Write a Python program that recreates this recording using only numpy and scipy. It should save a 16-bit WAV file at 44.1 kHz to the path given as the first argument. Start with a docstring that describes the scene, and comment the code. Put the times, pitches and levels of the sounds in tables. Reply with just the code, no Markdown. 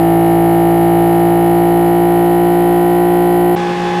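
"""First you hear the drone of an old three-cylinder two-stroke car, slowly gaining speed.
Its firings sound a note in the tailpipe, its opening ports rasp and the rushing gas hisses.
A microphone outside swings from behind the pipe to the car's side and adds a thin fizz on top.
Near the end the scene cuts to the cabin, where the same engine makes the panels boom
over drivetrain whine and the noise of road and wind."""
import sys
import numpy as np
from scipy import signal
from scipy.fft import rfft, irfft
from scipy.io import wavfile

SR = 44100
rng = np.random.default_rng(int(sys.argv[2]) if len(sys.argv) > 2 else 0)


def file_out(sig):
    """Save sig as 16-bit WAV at sys.argv[1]."""
    # one column per channel
    cols = np.atleast_2d(sig).T
    # limit, then scale
    lim = np.clip(cols, -1, 1)
    pcm = np.round(lim * 32767).astype(np.int16)
    wavfile.write(sys.argv[1], SR, pcm)


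N = 176400
T = np.arange(N) / SR

# How fast the engine's crankshaft spins. Each row: time in seconds, turns per second.
CRANK_SPEED = [(0.0, 56.0), (0.4, 56.4), (3.11, 58.5), (3.75, 58.8), (4.0, 59.2)]
# An "order" is a tone at a multiple of that speed: order 3 vibrates three times a turn.
# The drone heard behind the tailpipe. Each row: order, relative level in dB.
DRONE_BEHIND_PIPE = [(1, -23), (2, -16), (3, -5), (4, -25), (5, -15), (6, 0), (7, -19), (8, -17), (9, -19),
                     (10, -22), (11, -16), (12, -11), (13, -10.5), (14, -9), (15, -13.5), (16, -28),
                     (17, -21), (18, -30), (19, -32), (20, -32), (21, -27), (22, -35), (23, -29), (24, -29),
                     (25, -34), (26, -34), (27, -37), (28, -36), (29, -33), (30, -39), (31, -40), (32, -26),
                     (33, -33), (34, -36), (35, -34), (36, -44), (37, -36), (38, -36), (39, -33), (40, -37)]
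# The drone heard beside the car. Each row: order, relative level in dB.
DRONE_BESIDE_CAR = [(1, -25), (2, -24), (3, -7), (4, -27), (5, -12), (6, 0), (7, -20), (8, -20), (9, -16),
                    (10, -25), (11, -18), (12, -11), (13, -10), (14, -12), (15, -23), (16, -25), (17, -19),
                    (18, -28), (19, -31), (20, -32), (21, -33), (22, -35), (23, -32), (24, -29), (25, -36),
                    (26, -28), (27, -44), (28, -44), (29, -40), (30, -34), (31, -32), (32, -27), (33, -27),
                    (34, -44), (35, -36), (36, -47), (37, -35), (38, -38), (39, -36), (40, -42)]
# The rasp of the opening ports. Each row: order, relative level in dB.
RASP_ORDERS = [(41, -8), (42, -1), (43, -7), (44, -17), (45, 0), (46, -7), (47, -4), (49, -15), (50, -3),
               (51, 1), (52, -1), (54, -6), (56, -11), (58, -8), (59, -16), (60, -11), (62, -22), (64, -11),
               (67, -19), (68, -12), (69, -15), (70, -9), (73, -18), (95, -26)]
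# The hiss of swirling exhaust gas. Each row: frequency in Hz, relative level in dB.
GAS_SPECTRUM = [(25, -17), (55, -5), (110, -2), (230, -1), (380, 0), (510, -5), (630, -3.5), (790, 0),
                (950, -8), (1300, -13.5), (1650, -15), (1900, -12.5), (2500, -19), (2750, -19.5),
                (2950, -16), (3300, -20), (3700, -25), (5500, -24)]
# The boom of the cabin panels. Each row: order, relative level in dB.
BOOM_ORDERS = [(1, -28), (2, -21), (3, -1), (4, -20), (5, -20), (6, 0), (7, -13), (8, -17), (9, -13),
               (11, -28), (12, -15), (13, -13), (14, -1), (15, -18), (16, -26), (17, -20), (18, -16),
               (19, -20), (20, -26), (21, -22), (22, -28), (25, -28), (26, -18), (27, -26), (28, -24),
               (29, -15), (30, -24)]
# How the boom wavers. Each row: time in seconds, added level in dB.
BOOM_WAVER = [(3.56, 3), (3.68, 3.5), (3.77, 1), (3.85, 3), (4, 4)]
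# The whine and clatter of the drivetrain. Each row: order, relative level in dB.
WHINE_ORDERS = [(31, -3), (32, -5), (33, -6), (34, -9), (35, -9), (43, -5), (44, -3), (46, -8), (48, -11),
                (51, -7), (52, -8), (58, -3), (60, -10), (62, -10)]
# Road and wind noise in the cabin. Each row: frequency in Hz, relative level in dB.
ROAD_SPECTRUM = [(25, -15), (55, -13), (130, -6), (220, -1.5), (400, -3), (520, -1), (650, -5.5),
                 (850, -3.5), (1100, -4), (1400, -9.5), (1900, -8), (2400, -9), (3300, -14.5), (5000, -20),
                 (8000, -29), (12000, -37), (15000, -44)]

SWING_START_S, SWING_END_S = 0.99, 2.83   # from behind the pipe to the car's side
CUT_S, FADE_S = 3.558, 0.0061   # the move into the cabin
DRONE_DB, RASP_DB, GAS_DB = -12, -49.5, -30.5   # gains outside
BOOM_DB, WHINE_DB, ROAD_DB = -23.5, -45.5, -25   # gains inside
WHINE_RISE_DB_PER_S = 19.5
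HONK_ORDER = 13.2   # the silencer resonates here and holds the sound back longest
EARLIER_BELOW, EARLIER_ABOVE = .186, .354   # orders either side of the honk come sooner (turns per order)
RING_ABOVE_ORDER = 27   # the drone's higher orders gather into one metallic ring a turn
RING_DELAY, RING_SPREAD, RASP_SPREAD = -0.1017, 0.29, 0.524   # timing and its scatter, in turns
IMBALANCE_LAG = 0.057   # the beat of the unequal cylinders trails the even firing note (cycles)
MIC_TOP_HZ, FIZZ_HZ, FIZZ_DB = 5120, 12000, 5.5


def exhaust_drone(crank):
    """The pipe's note, strongest at twice the firing rate; its tone shifts as the microphone swings."""
    swing = np.clip((T - SWING_START_S) / (SWING_END_S - SWING_START_S), 0, 1)
    lags = pipe_lags(np.array(DRONE_BEHIND_PIPE)[:, 0])
    drone = 0
    for (order, behind_db), (_, beside_db), lag in zip(DRONE_BEHIND_PIPE, DRONE_BESIDE_CAR, lags):
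        gain = (1 - swing) * from_db(behind_db) + swing * from_db(beside_db)
        depth = 0.013 * (1 - np.clip(gain, 0, 1))   # uneven burning shakes the weak orders most
        drone += gain * flutter(depth, rate_hz=30) * order_tone(crank, order, lag)
    return from_db(DRONE_DB) * drone


def pipe_lags(orders):
    """How many cycles each order lags in the pipe, added up from the arrival times."""
    above_honk = orders - .5 - HONK_ORDER
    honk = np.minimum(EARLIER_BELOW * above_honk, -EARLIER_ABOVE * above_honk)
    ring = RING_DELAY + RING_SPREAD * rng.uniform(-1.04, 1, len(orders))
    arrivals = np.where(orders > RING_ABOVE_ORDER, ring, honk)
    off_beat = orders % 3 > 0   # not a multiple of the firing rate
    return np.cumsum(arrivals) + IMBALANCE_LAG * off_beat


def port_rasp(crank):
    """The opening ports make a thin, continuous metallic rasp whose rough pattern repeats each turn."""
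    orders = range(RASP_ORDERS[0][0], RASP_ORDERS[-1][0])
    lags = np.cumsum(RING_DELAY + RASP_SPREAD * rng.uniform(-0.983, 1, len(orders)))
    rasp = 0
    for order, lag in zip(orders, lags):
        rasp += from_db(look_up(RASP_ORDERS, order)) * order_tone(crank, order, lag)
    return from_db(RASP_DB) * rasp * flutter(0.055, rate_hz=60)


def gas_hiss(crank):
    """Swirling gas leaves the tailpipe in gentle puffs."""
    noise = puffs(crank, per_turn=0.049, per_firing=0.032)
    return from_db(GAS_DB) * shape_noise(noise, GAS_SPECTRUM)


def cabin_boom(crank):
    """The engine shakes the cabin panels, which boom at its orders."""
    boom = wavering_tones(crank, BOOM_ORDERS, depth=0.087, rate_hz=6.2)
    return from_db(BOOM_DB + look_up(BOOM_WAVER, T)) * boom


def drivetrain_whine(crank):
    """Whine and clatter come through the cabin's front wall and grow as the engine pulls."""
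    rise_db = WHINE_RISE_DB_PER_S * np.maximum(T - CUT_S, 0)
    return from_db(WHINE_DB + rise_db) * wavering_tones(crank, WHINE_ORDERS, depth=0.14, rate_hz=20)


def road_and_wind(crank):
    """Road and wind rush through the car's body; the noise swells a little with each firing."""
    noise = puffs(crank, per_turn=0, per_firing=0.079)
    return from_db(ROAD_DB) * shape_noise(noise, ROAD_SPECTRUM)


def outside_microphone(sound):
    """The microphone dulls the treble and adds a fizz: the sound mirrored around FIZZ_HZ."""
    dull = signal.sosfilt(signal.butter(12, MIC_TOP_HZ, fs=SR, output="sos"), sound)
    fizz = np.gradient(dull) * np.cos(2 * np.pi * FIZZ_HZ * T)
    return dull + from_db(FIZZ_DB) * signal.lfilter([1], [1, -.9], fizz)


def order_tone(crank, order, lag):
    """One tone locked to the crankshaft, running late by `lag` cycles."""
    return np.sqrt(2) * np.cos(order * crank - 2 * np.pi * lag)


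def wavering_tones(crank, table, depth, rate_hz):
    """Add up a table's orders, each with its own flutter and a random lag."""
    return sum(from_db(db) * flutter(depth, rate_hz) * order_tone(crank, order, rng.random())
               for order, db in table)


def puffs(crank, per_turn, per_firing):
    """Noise that swells by the given depths with each turn and each of its three firings."""
    swell = per_turn * np.cos(crank) + per_firing * np.cos(3 * crank)
    return rng.standard_normal(N) * np.exp(swell)


def flutter(depth, rate_hz):
    """A gain that wanders at random around 1, mostly slower than rate_hz."""
    step, warm_up = 40, 2000   # one random value every 40 samples; skip the first 2000 values
    pole = np.exp(-2 * np.pi * rate_hz * step / SR)
    noise = rng.standard_normal(N // step + warm_up + 2)
    slow = signal.lfilter([1], [1, -2 * pole, pole * pole], noise)[warm_up:]
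    return 1 + depth * np.interp(np.arange(N) / step, np.arange(len(slow)), unit_level(slow))


def shape_noise(noise, spectrum):
    """Give noise the lows and highs of a spectrum table, at an average level of 1."""
    hz, db = np.transpose(spectrum)
    bin_hz = np.maximum(np.arange(N // 2 + 1) * SR / N, 1)
    gain = from_db(np.interp(np.log(bin_hz), np.log(hz), db))
    return unit_level(irfft(rfft(noise) * gain, N))


def look_up(table, position):
    """Read a table, drawing straight lines between its rows."""
    return np.interp(position, *np.transpose(table))


def unit_level(sound):
    """Scale a sound so that its average level (rms) is 1."""
    return sound / np.sqrt(np.mean(sound ** 2) + 1e-20)


def from_db(db):
    """Turn decibels into a number to multiply by."""
    return 10 ** (np.asarray(db) / 20)


def scene():
    """One engine, heard first from outside and then from the cabin."""
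    crank = 2 * np.pi * np.cumsum(look_up(CRANK_SPEED, T)) / SR   # crankshaft angle in radians
    outside = outside_microphone(exhaust_drone(crank) + port_rasp(crank) + gas_hiss(crank))
    inside = cabin_boom(crank) + drivetrain_whine(crank) + road_and_wind(crank)
    fade_out = np.clip((CUT_S - T) / FADE_S, 0, 1)
    fade_in = np.clip((T - CUT_S) / FADE_S, 0, 1)
    return (fade_out * outside + fade_in * inside)[None]


def record(dry):
    """Cut the treble steeply above 15400 Hz."""
    return signal.sosfilt(signal.ellip(12, .1, 80, 15400, fs=SR, output="sos"), dry)


dry = scene()
out = record(dry)
file_out(out)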